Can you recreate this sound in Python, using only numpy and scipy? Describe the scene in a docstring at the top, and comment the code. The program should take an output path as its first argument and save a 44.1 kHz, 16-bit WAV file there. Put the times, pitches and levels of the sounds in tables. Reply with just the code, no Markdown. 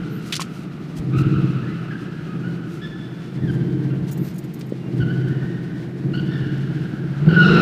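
"""A V8 engine booms through the cabin of a car driven round an indoor kart track.
Its uneven firings make a lumpy drone that swells with each stab of the throttle. The tyres grip and
slip on the smooth floor: they chirp and scrub, ring on in the hall, then break into wheelspin.
Something loose clatters and squeaks in the cabin, keys jingle, and the body takes one dull knock."""
import sys
import numpy as np
from scipy import signal
from scipy.fft import rfft, irfft
from scipy.io import wavfile
from scipy.ndimage import uniform_filter1d

SR = 44100
rng = np.random.default_rng(int(sys.argv[2]) if len(sys.argv) > 2 else 0)


def to_wav(sig):
    """Store sig (one row per channel, or 1-D mono) as 16-bit WAV at the path in sys.argv[1].

    Samples outside -1..1 are clipped; the rate is SR.
    """
    pcm = np.clip(np.atleast_2d(sig), -1, 1) * 32767
    pcm = np.round(pcm).astype(np.int16)
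    wavfile.write(sys.argv[1], SR, pcm.T)  # frames by channels


N = 335601
T = np.arange(N) / SR


# engine speed, in four-stroke cycles a second: t/s, f/Hz
ENGINE_SPEED = [(0, 16.8), (.33, 14.35), (.9, 13.3), (1.06, 16.2), (1.36, 17.26), (1.8, 15.06),
                (2.15, 15.15), (2.36, 16.4), (2.85, 14.25), (3.25, 16.5), (3.44, 16.2), (3.8, 16.66),
                (4.35, 17.2), (5.0, 15.75), (5.3, 16.6), (5.78, 15.3), (6.12, 17.5), (6.35, 16.86),
                (7.18, 17.25), (7.45, 23.6), (7.61, 28.4)]
# the exhaust's tones (the 8th is the firing rate): multiple of engine speed, level/dB
EXHAUST_TONES = [(1, -12), (6, -3), (7, -2), (8, 4.5), (9, -9), (10, -6), (11, -3), (12, -10.5), (13, -7),
                 (15, -4.5), (16, -12.5), (17, -11), (18, -1.5), (19, -2), (20, -13), (21, -4.5),
                 (24, -6.5), (48, 2)]
# how the cabin shapes the exhaust: f/Hz, level/dB
CABIN_BOOM = [(40, -39.5), (98, -22.5), (116, -15), (130, -2.5), (160, 4.5), (190, -0.5), (225, -6),
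              (268, -10.5), (305, -5), (345, -6.5), (385, -14), (450, -16.5), (540, -36), (1200, -60)]

def engine(exhaust_db, throb, waver_db=2.5, drift_rad=.37, rev_db_per_hz=1.55, load_tilt=.2):
    """Uneven firings make tones at multiples of engine speed; they boom in the cabin and echo."""
    speed = engine_speed()
    cycle_phase = 2 * np.pi * np.cumsum(speed) / SR
    coarse = slice(None, None, SR // 200)  # slow changes need only 200 points a second
    t, rate = T[coarse], speed[coarse]
    boom_hz, boom_db = np.transpose(CABIN_BOOM)
    drone = np.zeros(N)
    for k in range(5, 32):
        hz = k * rate
        db = np.interp(k, *np.transpose(EXHAUST_TONES))
        db += np.interp(np.log(hz), np.log(boom_hz), boom_db)
        # high revs bring out the upper tones
        db += rev_db_per_hz * np.maximum(rate - 17.5, 0) * np.clip(np.log2(hz / 250), 0, 1)
        # when the engine works hard, the boom outgrows them
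        db -= load_tilt * (exhaust_db[coarse] - COAST_DB) * np.clip(np.log2(hz / 150), 0, 1)
        db += waver_db * unit(uniform_filter1d(noise(len(t)), 24))
        # pipes and passing walls delay each tone differently, smearing the pulses into a drone
        drift = unit(uniform_filter1d(uniform_filter1d(noise(len(t)), 70), 70))
        delay = rng.uniform(0, 2 * np.pi) + drift_rad * drift
        drone += np.interp(T, t, undb(db)) * np.sin(k * cycle_phase + np.interp(T, t, delay))
    # off the throttle, more of the sound is rushing gas
    gas = shaped_noise(CABIN_BOOM) * undb(-32 - exhaust_db)
    boom = (steady(drone, .45) + gas) * (1 + throb * np.cos(cycle_phase)) * undb(exhaust_db)
    return steady(boom + undb(-13) * hall(boom), .16) * undb(exhaust_db)


COAST_DB, COAST_THROB = -30.5, .13  # the exhaust with the pedal up
# stabs of the pedal: press t/s, rise/s, lift t/s, release/s, level/dB, added throb (0-1)
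PEDAL_STABS = [(-.1, .12, 0.18, 0.041, -26.5, 0.02), (.9, 0.27, 1.444, 0.3, -16, 0.18),
               (2.2, 0.2, 2.53, 0.15, -24.5, 0), (3.28, 0.17, 3.97, 0.28, -19.5, 0),
               (4.08, 0.12, 4.23, 0.07, -21.5, 0), (4.78, 0.2, 5.33, 0.37, -19, 0.17),
               (5.909, 0.15, 6.8, .3, -21, 0), (6.9, .14, 7.7, .3, -22.5, 0.04),
               (7.09, 0.19, 9.3, .5, -11.5, 0)]

def throttle(sag_db_per_s=2):
    """Exhaust level and throb: each stab rises, eases while held and dies back to coasting."""
    boost_db, added_throb = np.zeros(N), np.zeros(N)
    for press, rise, lift, release, db, throb in PEDAL_STABS:
        pedal = np.clip((T - press) / rise, 0, 1) * np.exp(-np.maximum(T - lift, 0) / release)
        held_s = np.maximum(np.minimum(T, lift) - press - rise, 0)
        boost_db = np.maximum(boost_db, pedal * (db - COAST_DB - sag_db_per_s * held_s))
        added_throb = np.maximum(added_throb, pedal * throb)
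    return COAST_DB + boost_db, COAST_THROB + added_throb


def engine_speed():
    """Engine cycles a second at every moment."""
    return np.interp(T, *np.transpose(ENGINE_SPEED))


def stick_slip(hz, overtone_db, rough, spread=.06, flutter_db=6, stutter_db=2, blur=.98, fall_db=-9):
    """Tread blocks grip and let go: the rougher the slip, the more pitch and loudness shake."""
    size = len(hz)
    stagger = .9 * wander(420, size) + .3 * wander(70, size)
    phase = 2 * np.pi * np.cumsum(hz * (1 + spread * rough * stagger)) / SR
    tone = np.sin(phase)
    for k in range(2):
        # the blocks slip out of step, which blurs the overtones
        smear = blur * np.sqrt(rough) * wander(450, size)
        tone += undb(overtone_db + fall_db * k) * np.sin((k + 2) * phase + smear)
    shake_db = rough * (flutter_db * wander(160, size) + stutter_db * wander(39.95, size))
    return np.sqrt(2) * tone * undb(shake_db)


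# tyre chirps: t/s, length/s, first f/Hz, last f/Hz, level/dB, overtone/dB, roughness (0-1)
TYRE_CHIRPS = [(1.128, 0.091, 1240, 1353, -37, -6, .58), (1.62, .076, 1643, 1768, -44.5, -24, 0.48),
               (1.654, 0.095, 1880, 2094, -51, -17, .13), (1.905, 0.06, 1698, 1526, -36.5, -22, 0.64),
               (2.08, .07, 1599, 1474, -51.5, -19, 0.4), (2.264, 0.11, 1230, 1274, -45.5, -11, 0.45),
               (2.421, 0.074, 1386, 1528, -42.5, -12, 0.45), (2.812, .055, 1687, 1760, -39, -3, 0.33),
               (3.4, 0.078, 1850, 1736, -49.5, -15, .4), (3.473, 0.039, 1630, 1523, -37.5, -10, 0.44),
               (3.9, 0.037, 1391, 1386, -47.5, -4, 0.3), (4.8, 0.093, 2810, 2780, -58.5, -14, .05),
               (4.998, 0.042, 1520, 1470, -33.5, -11, 0.41), (5.076, 0.04966, 1448, 1530, -37.5, -11, .43),
               (5.16, 0.049, 1438, 1495, -48, -25, 0.4), (5.267, .02, 1487, 1570, -38.5, -16.5, .3),
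               (5.271, 0.33, 1790, 1887, -49.5, -15.5, .54), (5.66, .15, 1805, 1850, -53.5, -17, 0.56),
               (6.131, 0.076, 1432, 1510, -35, -2.5, 0.6), (6.26, 0.18, 1780, 1715, -44, -9.5, 0.57),
               (7.28, 0.091, 1485, 1520, -27.5, -13.5, 0.56), (7.359, 0.0587, 1494, 1432, -14.5, -23, 0.03),
               (7.402, 0.044, 1443, 1404, -21.5, -7, 0.3)]

def chirps():
    """Short slips of one tyre, which hang in the hall."""
    out = np.zeros(N)
    for start, length, first_hz, last_hz, db, overtone_db, rough in TYRE_CHIRPS:
        size = int(length * SR)
        hz = np.linspace(first_hz, last_hz, size)
        tone = stick_slip(hz, overtone_db, rough, spread=.0608, blur=1, fall_db=-22 + 23.4 * rough)
        add(out, start, undb(db) * unit(tone) * signal.windows.tukey(size, .3))
    return out + undb(-2) * hall(out)


# hiss of rubber dragged sideways: f/Hz, level/dB
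SCRUB_HISS = [(700, -14), (1300, 4.5), (2500, -1), (4300, -6.5), (6500, -18), (12000, -33)]
# slides in the turns: t/s, rise/s, hold/s, f/Hz, glide/(Hz/s), relative level/dB, overtone/dB
TURNS = [(0, 0.0033, 0, 1393, -170, -40.5, -10.5), (1.101, 0.044, 0.27, 1334, 60, -39.5, -10),
         (2.501, 0.13, 0, 1309, 150.5, -46, -11), (4.98, .08, .02, 1528, 151, -47.5, -16),
         (6.15, 0.2, 0.23, 1529, -70, -41.5, -17.5), (7.101, 0.42, .1, 1491, -180, -29.5, -13)]

def scrub(pitch_split=.045, fade_db_per_s=14.5):
    """Inner and outer tyres hiss and sing at slightly different pitches; each turn swells and fades."""
    out, t = np.zeros(N), T[:int(1.6 * SR)]
    for start, rise, hold, hz, glide, db, overtone_db in TURNS:
        song = np.zeros(len(t))
        for side in (-1, 1):
            pitch = (hz + glide * t) * (1 + side * pitch_split)
            song += stick_slip(pitch, overtone_db, rough=.85, spread=.07, stutter_db=4, fall_db=-13.5)
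        hiss = undb(-9) * shaped_noise(SCRUB_HISS, len(t))
        fade_db = fade_db_per_s * np.maximum(t - rise - hold, 0)
        add(out, start, (unit(song) + hiss) * np.minimum(t / rise, 1) * undb(db - fade_db))
    return undb(-4) * out + undb(-3) * hall(out)


# rasp of tearing rubber: f/Hz, level/dB
RUBBER_RASP = [(400, -1), (900, -6), (1250, 10), (1800, 4), (2200, -23), (2700, -1), (3400, -7),
               (3900, 5.5), (4700, -13.5), (5250, -3.5), (6000, -17.5), (9000, -30.5), (15000, -49)]

def wheelspin(start_s=7.22, rise_s=.25, start_hz=1475, sag_hz_per_s=330):
    """The driven tyres break loose: a sinking scream and a rasp build up together, then hold."""
    t = np.maximum(T - start_s, 0)
    tone = stick_slip(start_hz - sag_hz_per_s * t, overtone_db=-6, rough=.542, flutter_db=3.5, blur=.6)
    rasp = unit(colour(noise(), RUBBER_RASP) * undb(1.4 * wander(250))) * undb(-5.5)
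    scream = (tone + rasp) * undb(-24.5) * np.minimum(t / rise_s, 1) ** 2
    return scream + undb(-7) * hall(scream)


# body shudder, road roar and rubber hiss, each: f/Hz, level/dB
BODY_SHUDDER = [(12, -18.5), (35, -6), (80, 3), (115, 10), (250, -66.5)]
ROAD_ROAR = [(100, 1.5), (400, 9.5), (700, 6), (1000, -1.5), (2000, -2.5), (3200, -15.5), (6000, -36)]
RUBBER_HISS = [(800, 4.5), (2200, 4.5), (4000, 1.5), (5200, -3), (7000, -9.5), (10000, -14.5),
               (15000, -22.5)]
# jolts of the suspension: middle t/s, length/s, level/dB
SUSPENSION_JOLTS = [(1.0, 0.043, -33), (1.185, 0.044, -26), (1.272, .05, -25), (1.36, 0.038, -26),
                    (1.7, .07, -42), (3.42, .12, -38), (4.02, .08, -40), (5.03, .085, -35),
                    (5.29, .06, -42), (5.445, .052, -38), (6.2, .14, -41), (6.45, .12, -40),
                    (7.26, 0.076, -39.5), (7.6, .04, -31.5)]

def road(exhaust_db, grip_hz=17.05):
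    """The body shudders with the engine and each jolt; as the wheels spin, roar grows and hiss eases."""
    slip_hz = np.maximum(engine_speed() - grip_hz, 0)
    shudder = steady(colour(noise(), BODY_SHUDDER), .075)
    shudder *= undb(exhaust_db - 21 + 2.8 * wander(17)) + swells(SUSPENSION_JOLTS)
    roar_db = -47 + .3771 * (exhaust_db - COAST_DB) + 1.27 * slip_hz
    roar = shaped_noise(ROAD_ROAR) * undb(roar_db + wander(30))
    hiss = shaped_noise(RUBBER_HISS) * undb(-52 - .3 * slip_hz + 1.8 * wander(35))
    return shudder + roar + hiss


# bounces of a loose plastic thing: t/s, level/dB, f/Hz, ring time/s
PLASTIC_BOUNCES = [(0.3236, -19.5, 3530, 0.098), (0.3347, -30, 2830, 0.053), (0.339, -25, 3600, 0.045),
                   (0.353, -23, 4900, 0.067), (.364, -21, 4800, 0.043), (0.3974, -30, 2900, 0.16),
                   (0.405, -28, 6530, 0.095), (0.418, -22, 4400, 0.035), (4.61, -35.5, 3830, .04)]

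def clatter():
    """Hard plastic skips and scrapes: short gritty bursts round one broad ring."""
    out, t = np.zeros(N), T[:SR // 8]
    for start, db, hz, ring_s in PLASTIC_BOUNCES:
        grit = noise(len(t)) * undb(3 * wander(900, len(t)))
        peak = [(hz / 5, -30), (hz * .4, -8), (hz, 0), (hz * 2, -13), (16000, -30)]
        add(out, start, undb(db - 60 * t / ring_s) * unit(colour(grit, peak)))
    return out


# taps on the trim: t/s, level/dB
TRIM_TAPS = [(.3955, -23), (.414, -27.5)]
# the trim's notes: f/Hz, level/dB, ring time/s
TRIM_NOTES = [(1090, 13, 0.028), (1274, 4, 0.061)]

def taps():
    """The loose thing lands on hollow trim, which rings briefly."""
    return strikes(TRIM_TAPS, TRIM_NOTES, scatter_db=1, detune=.01)


# a knock and its faint follower: t/s, relative level/dB
BODY_KNOCKS = [(4.7215, -17), (4.741, -34)]
# the panel's notes: f/Hz, level/dB, ring time/s
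PANEL_NOTES = [(227, -16, 0.028), (373.6, -8, 0.018), (456, 4, 0.009)]

def knock():
    """A struck panel sounds dull through the car's body."""
    panel = strikes(BODY_KNOCKS, PANEL_NOTES, scatter_db=1, detune=.02)
    return colour(panel, [(80, -22), (200, 8), (550, 1.5), (1000, -32), (3000, -45)])


# keys touching: t/s, relative level/dB
KEY_TOUCHES = [(4.087, -57.5), (4.113, -34.5), (4.125, -36.5), (4.175, -43), (4.34, -49), (4.358, -47),
               (4.382, -39), (4.44, -48), (4.538, -42.5), (4.592, -46), (4.609, -60), (4.663, -52),
               (4.692, -53)]
# the keys' notes: f/Hz, level/dB, ring time/s
KEY_NOTES = [(6900, -2, 0.095), (8218, -3, 0.058), (10600, -3, .05), (11220, -12, .05), (12200, 1, 0.088),
             (12600, -7, 0.048), (13000, -9, 0.067), (14400, -4, 0.064), (15110, 3, 0.06)]

def keys():
    """Keys swing together: a dry scrape and a short high ring."""
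    rings = strikes(KEY_TOUCHES, KEY_NOTES, scatter_db=4, detune=.022)
    ticks = swells([(start + .007, .016, db - 1) for start, db in KEY_TOUCHES])
    scrape = shaped_noise([(3000, -8), (7000, 2), (10000, -4), (12500, -6), (15000, -5)])
    return .5 * (rings + ticks * scrape)


# soft slides in the cabin: middle t/s, length/s, level/dB
SOFT_SLIDES = [(.28, 0.2, -46), (.57, 0.31, -53.5), (.98, 0.069, -45), (1.195, 0.088, -44),
               (2.74, 0.18, -52), (3.535, 0.091, -52.5), (4.09, 0.068, -46), (4.275, 0.14, -47),
               (4.98, 0.043, -52), (5.285, .02, -52), (6.58, 0.021, -53)]

def brushes():
    """Light things slide over the trim as the car turns."""
    grit = noise() * undb(2 * wander(400))
    return swells(SOFT_SLIDES) * unit(colour(grit, [(1200, -1), (4800, 1), (8000, -5), (15000, -12.5)]))


# thin squeaks in the cabin: middle t/s, length/s, level/dB
CABIN_SQUEAKS = [(.15, .14, -52), (4.25, 0.19, -49)]

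def squeaks():
    """A faint, unsteady, very high whistle."""
    hz = 13200 + 130 * wander(900)
    return swells(CABIN_SQUEAKS) * np.sin(2 * np.pi * np.cumsum(hz) / SR)


def hall(x, low_ring_s=3.26, high_ring_s=3):
    """The big hall's wash of echoes; air makes the treble die sooner."""
    t = T[:2 * SR]
    echoes = noise(len(t))
    low = signal.sosfilt(signal.butter(2, 2500, fs=SR, output="sos"), echoes)
    high = signal.sosfilt(signal.butter(2, 2500, "high", fs=SR, output="sos"), echoes)
    tail = low * undb(-60 * t / low_ring_s) - high * undb(-60 * t / high_ring_s)
    tail *= 1 - np.exp(-t / .0028)
    return signal.fftconvolve(x, tail / np.linalg.norm(tail))[:N]


def strikes(hits, notes, scatter_db, detune):
    """Each hit rings the same notes in its own mix, a little off pitch; ring time is a 60 dB fade."""
    out, t = np.zeros(N), T[:SR // 4]
    hz, db, ring_s = np.transpose(notes)[:, :, None]
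    for start, hit_db in hits:
        balance, shift = noise((2, len(hz), 1))
        gain = undb(db + scatter_db * balance)
        ring = gain * np.sin(2 * np.pi * hz * (1 + detune * shift) * t) * undb(-60 * t / ring_s)
        add(out, start, undb(hit_db) * ring.sum(0) * 2 / np.linalg.norm(gain))
    return out


def swells(table):
    """Smooth rises and falls from rows of middle t/s, length/s, level/dB."""
    out = np.zeros(N)
    for middle, length, db in table:
        add(out, middle - length / 2, undb(db) * np.hanning(int(length * SR)))
    return out


def colour(x, points, size=8192):
    """Shape bass and treble along points of f/Hz, level/dB."""
    hz, db = np.transpose(points)
    gain = undb(np.interp(np.log(np.arange(size // 2 + 1) * SR / size + 1), np.log(hz), db))
    # make the filter ring only after a sound, never before
    cepstrum = irfft(np.log(gain))
    cepstrum[1:size // 2] *= 2
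    cepstrum[size // 2 + 1:] = 0
    return signal.oaconvolve(x, irfft(np.exp(rfft(cepstrum))))[:len(x)]


def shaped_noise(points, size=N):
    """Coloured noise at level 1."""
    return unit(colour(noise(size), points))


def noise(size=N):
    """White noise."""
    return rng.standard_normal(size)


def wander(rate, size=N):
    """A smooth random wobble of size 1, changing rate times a second."""
    step = max(int(SR / rate), 1)
    return unit(uniform_filter1d(np.repeat(noise(size // step + 2), step), step))[:size]


def steady(x, window_s):
    """Hold the short-term level at 1."""
    return x / np.sqrt(uniform_filter1d(x ** 2, int(window_s * SR)) + 1e-12)


def unit(x):
    """Scale to an average (rms) level of 1."""
    return x / np.sqrt(np.mean(x ** 2) + 1e-18)


def undb(db):
    """Decibels to gain."""
    return 10 ** (np.asarray(db) / 20)


def add(out, start_s, x):
    """Mix a short sound in."""
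    i = max(int(start_s * SR), 0)
    out[i:i + len(x)] += x[:max(N - i, 0)]


def scene():
    """Engine, tyres and loose things, all heard from one seat."""
    exhaust_db, throb = throttle()
    exhaust = engine(exhaust_db, throb)
    tyres = chirps() + scrub() + wheelspin() + road(exhaust_db)
    cabin = clatter() + taps() + knock() + keys() + brushes() + squeaks()
    return (exhaust + tyres + cabin)[None]


def record(dry, top_hz=15250):
    """The microphone rounds only the loudest peaks and cuts the highest treble."""
    rounded = dry / (1 + dry ** 6) ** (1 / 6)
    return signal.sosfilt(signal.ellip(10, .2, 80, top_hz, fs=SR, output="sos"), rounded)


dry = scene()
out = record(dry)
to_wav(out)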